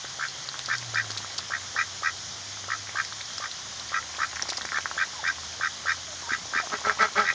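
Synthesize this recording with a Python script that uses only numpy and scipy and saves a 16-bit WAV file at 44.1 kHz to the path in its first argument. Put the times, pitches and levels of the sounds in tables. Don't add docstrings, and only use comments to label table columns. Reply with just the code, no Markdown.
import sys
import numpy as np
from scipy import signal
from scipy.fft import rfft, irfft, next_fast_len
from scipy.io import wavfile
from scipy.ndimage import uniform_filter1d, map_coordinates

SR = 44100
rng = np.random.default_rng(int(sys.argv[2]) if len(sys.argv) > 2 else 0)


def gain_from_db(level_db):
    decades = np.asarray(level_db, float) / 20
    return 10 ** decades


def master_out(mix):
    frames = np.transpose(np.atleast_2d(mix))
    ceiling = np.clip(frames, -1, 1)
    pcm = np.round(ceiling * 32767).astype(np.int16)
    wavfile.write(sys.argv[1], SR, pcm)


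N = 323680
t = np.arange(N) / SR


def unit(x):
    return x / np.sqrt(np.mean(x ** 2) + 1e-20)


def along(points, hz):
    f, v = np.transpose(points)
    return np.interp(np.log(hz + 1), np.log(f + 1), v)


def wobble(rate_hz):
    return map_coordinates(rng.standard_normal(int(N * rate_hz / SR) + 4), [t * rate_hz])


def filtered(x, response):
    m = next_fast_len(len(x) + 8192)
    return irfft(rfft(x, m) * response(np.fft.rfftfreq(m, 1 / SR)), m)[:len(x)]


def peak(hz, width_hz, f):
    return 1j * f * width_hz / (hz * hz - f * f + 1j * f * width_hz)


def moving(x, hz, width_hz):
    turn = np.exp(2j * np.pi * np.cumsum(hz) / SR)
    pole = np.exp(-np.pi * width_hz / SR)
    return 2 * np.real(turn * signal.lfilter([(1 - pole) ** 2], [1, -2 * pole, pole ** 2], x / turn))


# freq_hz, density_db
HISS_SPECTRUM = [(15, -51.5), (25, -16.5), (92, 0), (225, -8.5), (442, -10.5), (716, -4), (911, -6.5),
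                 (1030, -4), (1970, -3), (2640, -10.5), (3200, -0.5), (4380, -3), (5180, 0.5), (6760, 0),
                 (8000, -12.5), (10400, -55), (17600, -120)]


def hiss():
    z = signal.stft(rng.standard_normal(N), nperseg=512)[2]
    patches = uniform_filter1d(rng.standard_normal(z.shape), size=6, axis=0)
    patches = uniform_filter1d(patches, size=10, axis=1)
    air = signal.istft(z * gain_from_db(1.1 * unit(patches)), nperseg=512)[1][:N]
    level_db = -38 + 0.14 * wobble(9.9)
    return gain_from_db(level_db) * unit(filtered(air, lambda f: gain_from_db(along(HISS_SPECTRUM, f))))


# time_s, pitch_hz, level_db
ENGINES = [
    [(0, 127, -66), (.1, 131.5, -59), (.49, 133, -66.5), (.75, 122, -52.5), (.98, 111, -48),
     (1.42, 92.5, -56.5), (2.22, 96, -58.5), (2.8, 101.8, -54), (3.5, 105, -64)],
    [(3.5, 78.9, -68), (3.96, 78.8, -59.5), (5.3, 81.8, -62), (5.42, 82.3, -51), (5.66, 83, -65),
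     (5.9, 84.9, -55.5), (6.43, 85.8, -61), (7.34, 84.1, -64.5)],
]


def drone():
    out = np.zeros(N)
    for rows in ENGINES:
        s, hz, db = np.transpose(rows)
        firing_hz = np.interp(t, s, hz) * (1 + .012 * wobble(21))
        turn = 2 * np.pi * np.cumsum(firing_hz) / SR
        level = uniform_filter1d(gain_from_db(np.interp(t, s, db + 5.5, -120, -120)), size=4000)
        tone = np.sin(turn) + gain_from_db(-28) * np.sin(2 * turn)
        out += level * gain_from_db(1.5 * wobble(8.8)) * tone
    return out


# start_s, length_s, first_hz, last_hz, level_db
PEEPS_FAR = [
    (5.1, .13, 1130, 860, -42.5),
    (7.8, 0.034, 980, 1200, -42),
    (6.232, 0.051, 950, 930, -37),
    (6.605, .05, 790, 630, -43),
    (6.03, .11, 690, 580, -49.5),
    (5.525, 0.043, 900, 900, -50),
]


def peeps():
    out = np.zeros(N)
    top_share, edge_db = .6, -8
    for s, length, first_hz, last_hz, db in PEEPS_FAR:
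        knots_s = s + length * np.array([0, top_share, 1])
        level_db = np.interp(t, knots_s, [db + edge_db, db, db + edge_db / 2], -150, -150)
        hz = np.interp(t, [s, s + length], [first_hz, last_hz]) * (1 + .025 * wobble(80))
        level = uniform_filter1d(gain_from_db(level_db + 6.0 * wobble(60)), size=500)
        out += level * np.sin(2 * np.pi * np.cumsum(hz) / SR)
    return out


# time_s, level_db
SIFT_LEVEL = [(0, -52), (.6, -42.5), (1.4, -38), (2.4, -64), (3, -49.5), (4, -41), (4.5, -36), (5, -39.5),
              (5.6, -43.5), (6.4, -46), (6.7, -32), (7.34, -38)]


def sifting(count=2000):
    when, tone, size = rng.random((count, 3)).T
    hz, u = 900 * gain_from_db(17 * tone)[:, None], np.arange(300) / SR
    db = np.interp(when * N / SR, *np.transpose(SIFT_LEVEL)) - 2.5 - 4.55 * np.log(size + 0.014)
    grains = gain_from_db(db[:, None] - 60 * u * hz / 9) * np.sin(2 * np.pi * hz * u)
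    at = (when * N).astype(int)[:, None] + np.arange(len(u))
    return np.bincount(at.ravel(), grains.ravel(), N + len(u))[:N]


def pops(rows, gain_db):
    out, u = np.zeros(N + SR), np.arange(1200) / SR
    for s, db, hz, cycles in rows:
        v = u * hz / np.clip(cycles, .6, 6)
        swell = 2.57 * v * np.exp(-2 * v * v)
        ring = np.sin(2 * np.pi * hz * u * (0.97 + 0.052 * v))
        out[round((s + .0015) * SR):][:len(u)] += gain_from_db(db + gain_db) * swell * ring
    return out[:N]


# start_s, peak_db, pitch_hz
LONE_POPS = [(.0485, -30, 1540), (.4856, -32, 1264), (.5147, -34, 1490), (.5405, -27.5, 1280),
             (.5542, -31, 1240), (.591, -33, 1350), (1.1016, -30, 1340), (1.3901, -29, 1180),
             (2.57, -35, 1336), (2.641, -32.5, 1560), (2.8699, -32, 1780), (2.8916, -29, 1940),
             (3.047, -30.5, 1960), (3.1224, -28, 1330), (3.2074, -28.5, 2020), (3.3009, -33, 1400),
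             (3.3796, -30, 1390), (3.894, -34, 1950), (4.0257, -29, 1810), (5.3824, -30.5, 1030),
             (6.7388, -20, 1260), (6.787, -33, 1110), (6.8139, -31, 966), (6.8484, -17.5, 1400),
             (6.8949, -7, 1530), (6.9067, -20, 1320), (7.1565, -24, 1300), (7.3, -15, 1870)]
# start_s, peak_db, pitch_hz
DABBLE_POPS = [(4.3174, -34, 1470), (4.33, -29, 1070), (4.359, -33, 1890), (4.3676, -23.5, 1570),
               (4.3939, -21.5, 1630), (4.4248, -27.5, 1660), (4.4548, -30, 1110), (4.49, -28, 1860),
               (4.5053, -42, 1620), (4.522, -25, 940), (4.5306, -26, 1710), (4.5735, -31, 1600),
               (4.585, -35, 902), (4.6097, -25, 1460), (4.62, -37, 1450), (4.6504, -23.5, 1650),
               (4.688, -26, 1790), (4.718, -19, 1630), (4.7836, -22, 1560), (4.8558, -15, 1469),
               (4.9118, -21, 1240)]


def bill_pops():
    rows = []
    for table, ring_s in ((LONE_POPS, 0.0014), (DABBLE_POPS, 0.0012)):
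        rows += [(s, db, hz, hz * ring_s) for s, db, hz in table]
    return pops(rows, gain_db=5.5)


# start_s, peak_db, pitch_hz
MUD_GULPS = [(.043, -33.5, 550), (1.101, -38, 393), (1.387, -38, 700), (2.638, -39, 638),
             (2.89, -33.5, 700), (4.43, -32, 694), (4.488, -29, 657), (4.519, -31, 850),
             (4.581, -28.5, 860), (4.649, -28.5, 687), (4.784, -28.5, 740), (6.222, -38, 673),
             (6.316, -34.5, 263), (6.454, -34.5, 738), (6.556, -34.5, 287), (6.599, -27, 756),
             (6.734, -32, 345), (6.812, -39, 824), (6.869, -19.5, 790), (7.326, -35, 570)]


def gulps():
    mud = [(s, db, hz, 0.95) for s, db, hz in MUD_GULPS]
    openings = [(row[0] + 0.00099, -36, 640, 1.53) for row in RASP_CALLS]
    return pops(mud + openings, gain_db=6.5)


def smacks(rows, spiky_db, width_hz):
    out, u = np.zeros(N + SR), np.arange(2200) / SR
    for s, db, hz, length_s in rows:
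        span = np.clip(length_s, .0008, .02)
        fine, coarse = rng.standard_normal((2, len(u)))
        clumps = gain_from_db(spiky_db * unit(uniform_filter1d(coarse, size=40)))
        cracks = fine * clumps * np.sqrt(u / span) * np.exp(-(u / span) ** 2)
        film = filtered(cracks, lambda f: peak(hz, width_hz, f) ** 2 + 0.18 * peak(6500, 5000, f) ** 2)
        out[round((s + .0022) * SR):][:len(u)] += gain_from_db(db + 1.5) * film / np.abs(film).max()
    return out[:N]


# start_s, peak_db, pitch_hz
WET_SMACKS = [(.281, -23.5, 4200), (0.486, -19.5, 4220), (0.589, -18.5, 3700), (0.657, -17.5, 5170),
              (.75, -26, 4960), (.78, -18, 5380), (1.113, -21, 5030), (1.479, -31.5, 5770),
              (2.727, -32.5, 4600), (2.968, -29, 5245), (3.046, -25.5, 5200), (3.125, -28, 3800),
              (3.2084, -24.5, 3900), (3.329, -26.5, 4300), (3.379, -19.5, 5126), (3.511, -24.5, 4050),
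              (3.795, -26.5, 4130), (3.887, -27, 5070), (4.3553, -21, 5600), (4.421, -11, 5270),
              (4.5262, -23, 4917), (4.65, -23, 5640), (4.778, -31.5, 4060), (.437, -30, 5430),
              (.943, -21, 4970), (3.252, -29, 5300)]
# start_s, peak_db, pitch_hz
LONG_SPLASHES = [
    (1.102, -19.5, 4880),
    (1.1714, -15.5, 4220),
    (1.378, -15, 4680),
    (4.4837, -20.5, 5030),
    (4.496, -16.5, 4620),
    (4.567, -17.5, 5100),
    (4.614, -20.5, 4050),
]


def water_films():
    films = [(s, db, hz, 0.0031 * np.exp(-0.1 * (db + 25))) for s, db, hz in WET_SMACKS]
    splashes = [(s, db, hz, 0.0083) for s, db, hz in LONG_SPLASHES]
    return smacks(films, spiky_db=3.4, width_hz=1260) + smacks(splashes, spiky_db=7.6, width_hz=2300)


def membrane(u, rate_hz, beat_s, jitter, rough, duty):
    drift, breath = rng.standard_normal((2, len(u)))
    phase = np.cumsum(rate_hz) / SR + jitter * unit(uniform_filter1d(drift, size=200))
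    phase += 9 - np.interp(beat_s - .0035, u, phase) % 1
    cycle = np.floor(np.maximum.accumulate(phase))
    number = cycle.astype(int)
    sizes = gain_from_db(1.5 * rng.standard_normal(64))[number]
    pulses = np.diff(cycle, prepend=cycle[0]) * sizes
    air = breath * sizes * np.exp((np.cos(2 * np.pi * (phase - .15)) - 1) / duty)
    return np.sqrt(1 - rough) * unit(pulses) + np.sqrt(rough) * unit(air), number


def voice(calls, beats_s, stretch, throat, jitter, rough, duty, focus_hz, shut, sweep):
    out = np.zeros(N + SR)
    for rows, beat_s, (scale, low_db) in zip(calls, beats_s, stretch):
        s, db, rate_hz, bill_hz = np.transpose(rows)
        u = np.arange(s[0], s[-1] + 0.023, 1 / SR)
        source, number = membrane(u, np.interp(u, s, rate_hz), beat_s, jitter, rough, duty)
        closed = np.exp(-(u - s[0]) / 0.017) + 0.18 * np.exp((u - u[-1]) / 0.033)
        share = np.clip((u - s[0]) / (s[-1] - s[0]), 0, 1)
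        arch = (1 - np.sin(np.pi * share)) ** 1.5
        centre_hz = np.interp(u, s, bill_hz) * (1.07 - 3.2 * shut * arch)
        sound = 0
        for hz, width_hz, mode_db in throat:
            near = np.exp(-.5 * ((hz - centre_hz) / focus_hz) ** 2) if 1400 < hz < 3000 else 1
            flutter_db = 2 * (hz > 1000) * rng.standard_normal(64)[number]
            flutter_db = uniform_filter1d(flutter_db, size=150)
            late = np.roll(source, round(sweep * SR * (min(hz, 2500) - 1600) / 1000))
            mode = unit(moving(late, hz * (1 - shut * closed) * scale, width_hz))
            level_db = mode_db + low_db * (1100 < hz < 1400) + flutter_db
            sound = sound + gain_from_db(level_db) * near * mode
        even = np.sqrt(np.abs(uniform_filter1d(sound ** 2, size=1100)) + 1e-12)
        fade = np.clip(np.minimum(u - s[0], s[-1] + 0.0064 - u) / 0.0021, 0, 1)
        out[round(s[0] * SR):][:len(u)] += sound / even * gain_from_db(np.interp(u, s, db)) * fade
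    return out[:N]


# start_s, length_s, level_db, top_pitch_hz, bill_hz
GRUNT_CALLS = [
    (6.716, 0.061, -24.5, 214, 1410),
    (6.836, 0.12, -22.5, 214, 1430),
    (6.987, 0.099, -14.5, 222.9, 1610),
    (7.154, .105, -15.5, 211.7, 1400),
]
# freq_hz, width_hz, level_db
DUCK_THROAT = [(214, 51, -16.5), (442, 100, -13.5), (644, 132, -8.5), (850, 290, -10.5), (1330, 210, 2.5),
               (1650, 340, -2.5), (2020, 170, -3), (2300, 180, -5), (3430, 320, -21.5), (4400, 3000, -9.5)]


def duck_grunts():
    share = np.array([0, .16, .34, .64, 1])
    shape_db = np.array([-14, -6, 0, -7.5, -25])
    calls = []
    for s, length, db, pitch_hz, bill_hz in GRUNT_CALLS:
        rate_hz = pitch_hz * (1 + .004 * shape_db)
        centre_hz = bill_hz * (1 + .06 * (share - .5))
        calls.append(np.transpose([s + length * share, db + shape_db, rate_hz, centre_hz]))
    beats_s = [row[0] + .02 for row in GRUNT_CALLS]
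    return voice(calls, beats_s, [(0.99, -1.4)] * len(calls), DUCK_THROAT,
                 jitter=0.04, rough=0.35, duty=.8, focus_hz=900, shut=0.07, sweep=0.0011)


# gulp_s, strongest_beat_s, bill_open_s, level_db, membrane_hz
RASP_CALLS = [(.184, 0.2386, 0.075, -25.5, 72.84), (.68, 0.727, 0.067, -21, 80.2),
              (0.935, .9846, 0.073, -20.5, 76.2), (1.497, 1.5382, 0.07, -25.5, 68.1),
              (1.75, 1.802, 0.071, -20.5, 82.6), (2.02, 2.0732, 0.069, -21, 82.3),
              (2.679, 2.721, 0.067, -25.5, 64.59), (2.945, 3.0015, 0.067, -23, 69.8),
              (3.398, 3.442, 0.063, -28.5, 61.2), (3.915, 3.9662, 0.069, -21.5, 93),
              (4.181, 4.2337, 0.064, -21.5, 71.5), (4.721, 4.7733, 0.065, -23, 71.7),
              (4.965, 5.0242, 0.071, -20.5, 88.5), (5.228, 5.2883, 0.076, -21, 87.5),
              (5.596, 5.648, 0.077, -22, 83), (5.851, 5.8957, 0.074, -20.5, 84.2),
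              (6.282, 6.3354, 0.07, -23, 71.4), (6.524, 6.576, 0.083, -21, 81.3),
              (7.233, 7.2895, 0.083, -21, 86.3)]
# freq_hz, width_hz, level_db
DRAKE_THROAT = [(1262, 165, -3.5), (1570, 206, 1), (1850, 238, 2), (2369, 185, -6), (3755, 230, -18.5),
                (5060, 1500, -15.5)]
# time_s, mode_scale, lowest_mode_db
NECK_POSTURE = [(.2, 0.96, -4), (1, 1.015, -7), (1.55, 1.01, 0), (1.9, 1.036, 2), (3.4, 0.995, 6.5),
                (3.95, 1.043, 12), (4.75, 0.96, -1), (5.02, 0.997, -7), (5.65, 1.008, 0.5), (6.6, 1, -0.5),
                (7.3, 1.04, -2.5)]


def drake_rasps():
    delay_s, attack_s, late_s, release_s = .004, 0.01, 0.000021, 0.026
    shape_db = np.array([-11, -6.5, 0, -4.5, -32])
    knot_s, scale, low_db = np.transpose(NECK_POSTURE)
    calls, beats_s, posture = [], [], []
    for s, beat_s, open_s, db, rate_hz in RASP_CALLS:
        shut_s = s + open_s
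        times_s = [s + delay_s, s + delay_s + attack_s, beat_s + late_s, shut_s, shut_s + release_s]
        bill_hz = 1710 + 37 * (db + 22.5)
        calls.append(np.transpose([times_s, db + shape_db, [rate_hz] * 5, [bill_hz] * 5]))
        beats_s.append(beat_s)
        posture.append((np.interp(beat_s, knot_s, scale), np.interp(beat_s, knot_s, low_db)))
    rasps = voice(calls, beats_s, posture, DRAKE_THROAT,
                  jitter=.03, rough=.35, duty=0.79, focus_hz=530, shut=0.17, sweep=.004)
    return filtered(rasps, lambda f: 1 / (1 + 1000 / (1j * f + 1e-9)) ** 2 * 1.46)


def yard(x, wet_db):
    u = np.arange(3000) / SR
    tail = gain_from_db(wet_db) * rng.standard_normal(len(u)) * gain_from_db(-60 * u / 0.06) * (u > .002) / 14
    tail[[0, round(.0038 * SR), round(.0075 * SR)]] += 1, gain_from_db(-20.0), gain_from_db(-20)
    return signal.fftconvolve(x, tail)[:N]


def scene():
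    mud = sifting() + bill_pops() + gulps() + water_films()
    birds = peeps() + gain_from_db(-3.5) * (duck_grunts() + drake_rasps())
    mono = hiss() + drone() + yard(mud, wet_db=-6) + yard(birds, wet_db=-3.5)
    return np.array([mono, mono])


def top_cut(x):
    return signal.sosfilt(signal.butter(12, 10040, fs=SR, output="sos"), x)


# freq_hz, level_db
MIRROR_LEAK = [(7600, -63), (8200, -1), (9300, -21), (10000, -37.5), (11000, -66.5), (14500, -64),
               (15000, -120)]


def record(dry):
    rate_hz = 16000
    kept = filtered(dry[0], lambda f: 1 / (1 + (f / 7400) ** 24) * (f < rate_hz / 2) * f ** 4 / (f ** 4 + 47 ** 4))
    kept = kept / (1 + np.abs(kept / 0.47) ** 4) ** .25
    folded = 2 * kept * np.cos(2 * np.pi * rate_hz * t)
    mirror = filtered(folded, lambda f: gain_from_db(along(MIRROR_LEAK, f)) * (f > rate_hz / 2))
    mix = kept + mirror
    return top_cut(np.array([mix, mix]))


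dry = scene()
out = record(dry)
master_out(out)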